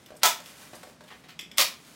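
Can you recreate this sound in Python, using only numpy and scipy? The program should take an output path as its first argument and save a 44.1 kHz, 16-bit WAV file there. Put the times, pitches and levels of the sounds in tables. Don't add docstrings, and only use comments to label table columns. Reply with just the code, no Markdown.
import sys
import numpy as np
from scipy import signal
from scipy.fft import rfft, irfft, next_fast_len
from scipy.io import wavfile
from scipy.ndimage import uniform_filter1d

SR = 44100
rng = np.random.default_rng(int(sys.argv[2]) if len(sys.argv) > 2 else 0)


def dump_mix(stems):
    frames = np.atleast_2d(stems).T
    limited = np.clip(frames, -1, 1)
    pcm = np.round(limited * 32767).astype(np.int16)
    wavfile.write(sys.argv[1], SR, pcm)


N = 85995
T = np.arange(N) / SR


def snap(start_s, lag_s, levels, spectrum, modes):
    # f/Hz, level/dB
    thump_spectrum = [(80, -41), (170, 7), (280, -12), (390, 2), (520, -5.5), (650, 7.5), (800, 13.5),
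                      (1500, -29.5), (4000, -70)]
    crack_db, chatter_db, ring_db, thump_db, send_db = levels
    chatter_spread_s, thump_rise_s, ring_rise_s = 0.013, 0.015, 0.014
    t60_1khz_s, damping_exponent = 0.24, 0.05
    age_s = np.maximum(T - start_s, 0)
    crack = undb(crack_db) * fade(start_s, t60_s=0.054)
    plate_power = signal.fftconvolve(contacts(per_s=7000) ** 2, fade(0, t60_s=0.017) ** 2)[:N]
    swell = (T > start_s) * np.exp(-((age_s - lag_s) / chatter_spread_s) ** 2 / 2)
    chatter = undb(chatter_db) * unit(np.sqrt(np.abs(plate_power))) * swell
    thump = undb(thump_db) * (1 - np.exp(-age_s / thump_rise_s)) * fade(start_s, t60_s=0.099)
    impacts = colour(burst(np.hypot(crack, chatter)), spectrum) + colour(burst(thump), thump_spectrum)
    damped_modes = [(hz, db, t60_1khz_s * (hz / 1000) ** -damping_exponent) for hz, db in modes]
    ring = undb(ring_db) * (1 - np.exp(-age_s / ring_rise_s)) * ringing(start_s, damped_modes)
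    return np.array([impacts + ring, undb(send_db) * impacts])


def lower_snap():
    # crack/dB, chatter/dB, ring/dB, thump/dB, room send/dB
    levels = (-11.5, -18, -16, -26, 0.5)
    # f/Hz, level/dB
    spectrum = [(100, -36), (200, -33.5), (400, -9.5), (560, -11), (660, 1), (780, -5), (950, 2.5),
                (1130, -11), (1320, 2.5), (1600, -10), (2100, -3.5), (2900, -5.5), (3500, -1), (4100, -4.5),
                (6500, -4), (10000, -11.5), (16000, -9)]
    # f/Hz, level/dB
    low_modes = [(699.8, -48), (861.3, -44), (1001, -39), (1308, -39), (1340, -43), (1453, -47),
                 (1610, -50), (1680, -45), (1916, -50), (1976, -46)]
    high_modes = [(3332, -43), (3967, -47), (4635, -46), (5356, -47), (5895, -46), (6358, -49), (7009, -47),
                  (8301, -45)]
    return snap(start_s=0.2329, lag_s=0.0285, levels=levels, spectrum=spectrum,
                modes=low_modes + high_modes)


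def upper_snap():
    # crack/dB, chatter/dB, ring/dB, thump/dB, room send/dB
    levels = (-14.5, -17.5, -19, -40.5, 0)
    # f/Hz, level/dB
    spectrum = [(100, -30), (230, -16), (450, -16.5), (570, -2), (800, -12.5), (980, -4), (1170, -1.5),
                (1550, -9.5), (2050, -2.5), (3300, -1.5), (5600, -2), (7500, -7), (11000, -9.5),
                (16000, -9.5)]
    # f/Hz, level/dB
    low_modes = [(546, -49), (1129, -62), (1220, -45), (1884, -46)]
    high_modes = [(2110, -46), (2412, -46), (2670, -46), (3230, -45), (3435, -44), (3736, -47), (3935, -48),
                  (4468, -45), (4527, -46), (4603, -46), (4910, -45), (5114, -48), (5496, -46)]
    return snap(start_s=1.5823, lag_s=0.026, levels=levels, spectrum=spectrum,
                modes=low_modes + high_modes)


def ticks(t60_s=0.042, ring_db=-2):
    # t/s, level/dB, tilt/(dB/octave)
    events = [(0.061, -46, 3), (0.152, -57.5, 4), (0.459, -43.5, 2), (1.3912, -34, 0.5), (1.393, -37.5, -3),
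              (1.41, -40, 1.5), (1.5147, -43.5, -1), (1.565, -54.5, 1)]
    # f/Hz, level/dB
    spectrum = [(200, -26), (400, -3), (650, -3), (1100, -19), (2000, 2.5), (3400, 4.5), (4200, -10.5),
                (5200, -0.5), (7800, -10.5), (9000, -17), (13000, -9.5), (16000, -23)]
    # f/Hz, level/dB, t60/s
    modes = [(2080, -15, .04), (2525, -15, .04), (3320, -2, .04), (3470, 0, .04), (5125, -9, .05),
             (5750, -12, .05), (7526, -12, .04), (7983, -13, .05), (10400, -16, .04), (13100, -14, .04)]
    out = 0
    for start_s, db, tilt in events:
        click = colour(noise() * fade(start_s, t60_s), spectrum, tilt)
        ring = undb(ring_db - 2 * tilt) * ringing(start_s, modes)
        out += undb(db) * (click + ring)
    return out


def knocks(rise_s=0.0015, t60_s=0.049, hollow_db=-2.5):
    # t/s, level/dB, tilt/(dB/octave)
    taps = [(0.104, -45, 0.5), (0.119, -43, -3), (0.148, -56, -3), (0.401, -42, 4.5), (0.732, -41, 1),
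            (0.743, -41, -1), (0.8307, -38.5, 2), (0.872, -45, -5.5), (1.007, -42.5, 0.5),
            (1.037, -50, 3.5)]
    # f/Hz, level/dB
    spectrum = [(100, -21.5), (350, -12), (580, 0), (800, -13.5), (1500, -12), (2300, -19), (4000, -21.5),
                (8000, -29.5), (16000, -41)]
    # f/Hz, level/dB, t60/s
    modes = [(595, 0, .045), (730, -9, .04), (900, -10, .04)]
    out = 0
    for start_s, db, tilt in taps:
        thud = colour(noise() * fade(start_s, t60_s), spectrum, tilt)
        hollow = undb(hollow_db) * ringing(start_s, modes)
        out += undb(db) * np.clip((T - start_s) / rise_s, 0, 1) * (thud + hollow)
    return out


def scrapes():
    # t/s, length/s, level/dB, tilt/(dB/octave)
    strokes = [(0.082, 0.017, -54, 0), (0.215, 0.06, -45, 2), (0.73, 0.014, -43, -3.5),
               (1.076, 0.019, -48.5, 3.5), (1.101, 0.042, -46, -0.5), (1.236, 0.024, -52, 2.5),
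               (1.283, 0.034, -47, 4), (1.571, 0.015, -30.5, 8)]
    # f/Hz, level/dB
    spectrum = [(200, -9), (700, 1.5), (1900, 2), (3500, -2), (5000, -10.5), (9000, -23.5), (16000, -27.5)]
    return sum(undb(db) * colour(rub(start_s, length_s), spectrum, tilt)
               for start_s, length_s, db, tilt in strokes)


def rustles():
    # t/s, length/s, level/dB
    bends = [(0.162, .012, -48), (0.221, 0.019, -52), (0.748, 0.02, -49.5)]
    # f/Hz, level/dB
    spectrum = [(1000, -28), (3000, -18), (5000, 4.5), (6500, -3), (8500, 5), (11000, 0.5), (16000, -10)]
    return sum(undb(db) * colour(rub(start_s, length_s), spectrum) for start_s, length_s, db in bends)


def slide():
    # t/s, level/dB
    envelope = [(0, -62.5), (.36, -77), (.47, -49), (.55, -56), (.62, -49), (.71, -57.5), (.77, -55.5),
                (.81, -58), (.9, -56.5), (.97, -74), (1.12, -60), (1.33, -73.5), (1.48, -79), (1.8, -59.5),
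                (1.88, -55.5), (1.95, -56)]
    # f/Hz, level/dB
    spectrum = [(180, -37.5), (300, -3.5), (372, -16.5), (593, 0), (787, -7), (1030, -2.5), (2520, -4),
                (9390, -8), (16000, -15)]
    times_s, db = np.array(envelope).T
    return colour(contacts(per_s=8000) * undb(np.interp(T, times_s, db)), spectrum)


def room(x, tail_db=-4.5, build_s=0.004, ceiling_db=-12, ceiling_s=0.0185):
    # f/Hz, t60/s
    decay = [(200, 0.29), (1000, 0.33), (3500, 0.3), (8000, 0.26), (15000, 0.23)]
    hz, t60s_s = np.array(decay).T
    bins_hz = np.fft.rfftfreq(N, 1 / SR)
    field = rfft(noise())
    bands = [irfft(field * np.interp(bins_hz, hz, weights), N) for weights in np.eye(len(hz))]
    tail = sum(band * fade(0, t60_s) for band, t60_s in zip(bands, t60s_s))
    tail *= 1 - np.exp(-T / build_s)
    echo = burst(fade(ceiling_s, t60_s=0.09))
    response = undb(tail_db) * tail / np.linalg.norm(tail) + undb(ceiling_db) * echo / np.linalg.norm(echo)
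    return signal.fftconvolve(x, response)[:N]


def hush(level_db=-56):
    # f/Hz, level/dB
    spectrum = [(20, -28), (40, -38), (62, 0), (100, -4), (165, 6.5), (200, 1.5), (240, 5.5), (340, -2),
                (750, -8), (2000, -12.5), (4500, -18), (9000, -23.5), (16000, -48)]
    return undb(level_db) * colour(noise(), spectrum)


def rub(start_s, length_s, attack_s=0.005):
    attack = np.clip((T - start_s) / attack_s, 0, 1)
    return contacts(per_s=9000) * attack * np.exp(-((T - start_s) / length_s) ** 2)


def contacts(per_s):
    return unit((rng.random(N) < per_s / SR) * noise())


def ringing(start_s, modes):
    out = sum(undb(db) * fade(start_s, t60_s) * np.sin(2 * np.pi * (hz * T + rng.random()))
              for hz, db, t60_s in modes)
    return out / np.sqrt(sum(undb(db) ** 2 for _, db, _ in modes) / 2)


def burst(envelope, passes=3, window_samples=200):
    x = noise() * envelope
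    for _ in range(passes):
        spectrum = rfft(x)
        white = unit(irfft(spectrum / (np.abs(spectrum) + 1e-12), N))
        local_power = np.abs(uniform_filter1d(white ** 2, window_samples))
        x = envelope * white / np.sqrt(local_power + 1e-12)
    return x


def colour(x, points, tilt_db_per_octave=0):
    size = 2 * next_fast_len(N)
    octave = np.log2(np.maximum(np.fft.rfftfreq(size, 1 / SR), 1))
    hz, db = np.array(points).T
    tilt_db = tilt_db_per_octave * np.clip(octave, np.log2(hz[0]), np.log2(hz[-1]))
    gain = unit(undb(np.interp(octave, np.log2(hz), db) + tilt_db))
    cepstrum = irfft(np.log(gain + 1e-9))
    cepstrum[1:size // 2] *= 2
    cepstrum[size // 2 + 1:] = 0
    return irfft(rfft(x, size) * np.exp(rfft(cepstrum)))[:N]


def fade(start_s, t60_s):
    return (T >= start_s) * np.exp(-np.log(1000) * np.maximum(T - start_s, 0) / t60_s)


def noise():
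    return rng.standard_normal(N)


def unit(x):
    return x / np.sqrt(np.mean(x ** 2) + 1e-20)


def undb(db):
    return 10 ** (np.asarray(db) / 20)


def scene():
    snaps, room_send = lower_snap() + upper_snap()
    handling = ticks() + knocks() + scrapes() + rustles() + slide()
    return (snaps + handling + room(room_send + handling) + hush())[None]


def record(dry, cutoff_hz=16000):
    low_pass = signal.ellip(10, .2, 80, cutoff_hz, fs=SR, output="sos")
    return signal.sosfilt(low_pass, np.tanh(dry))


dry = scene()
out = record(dry)
dump_mix(out)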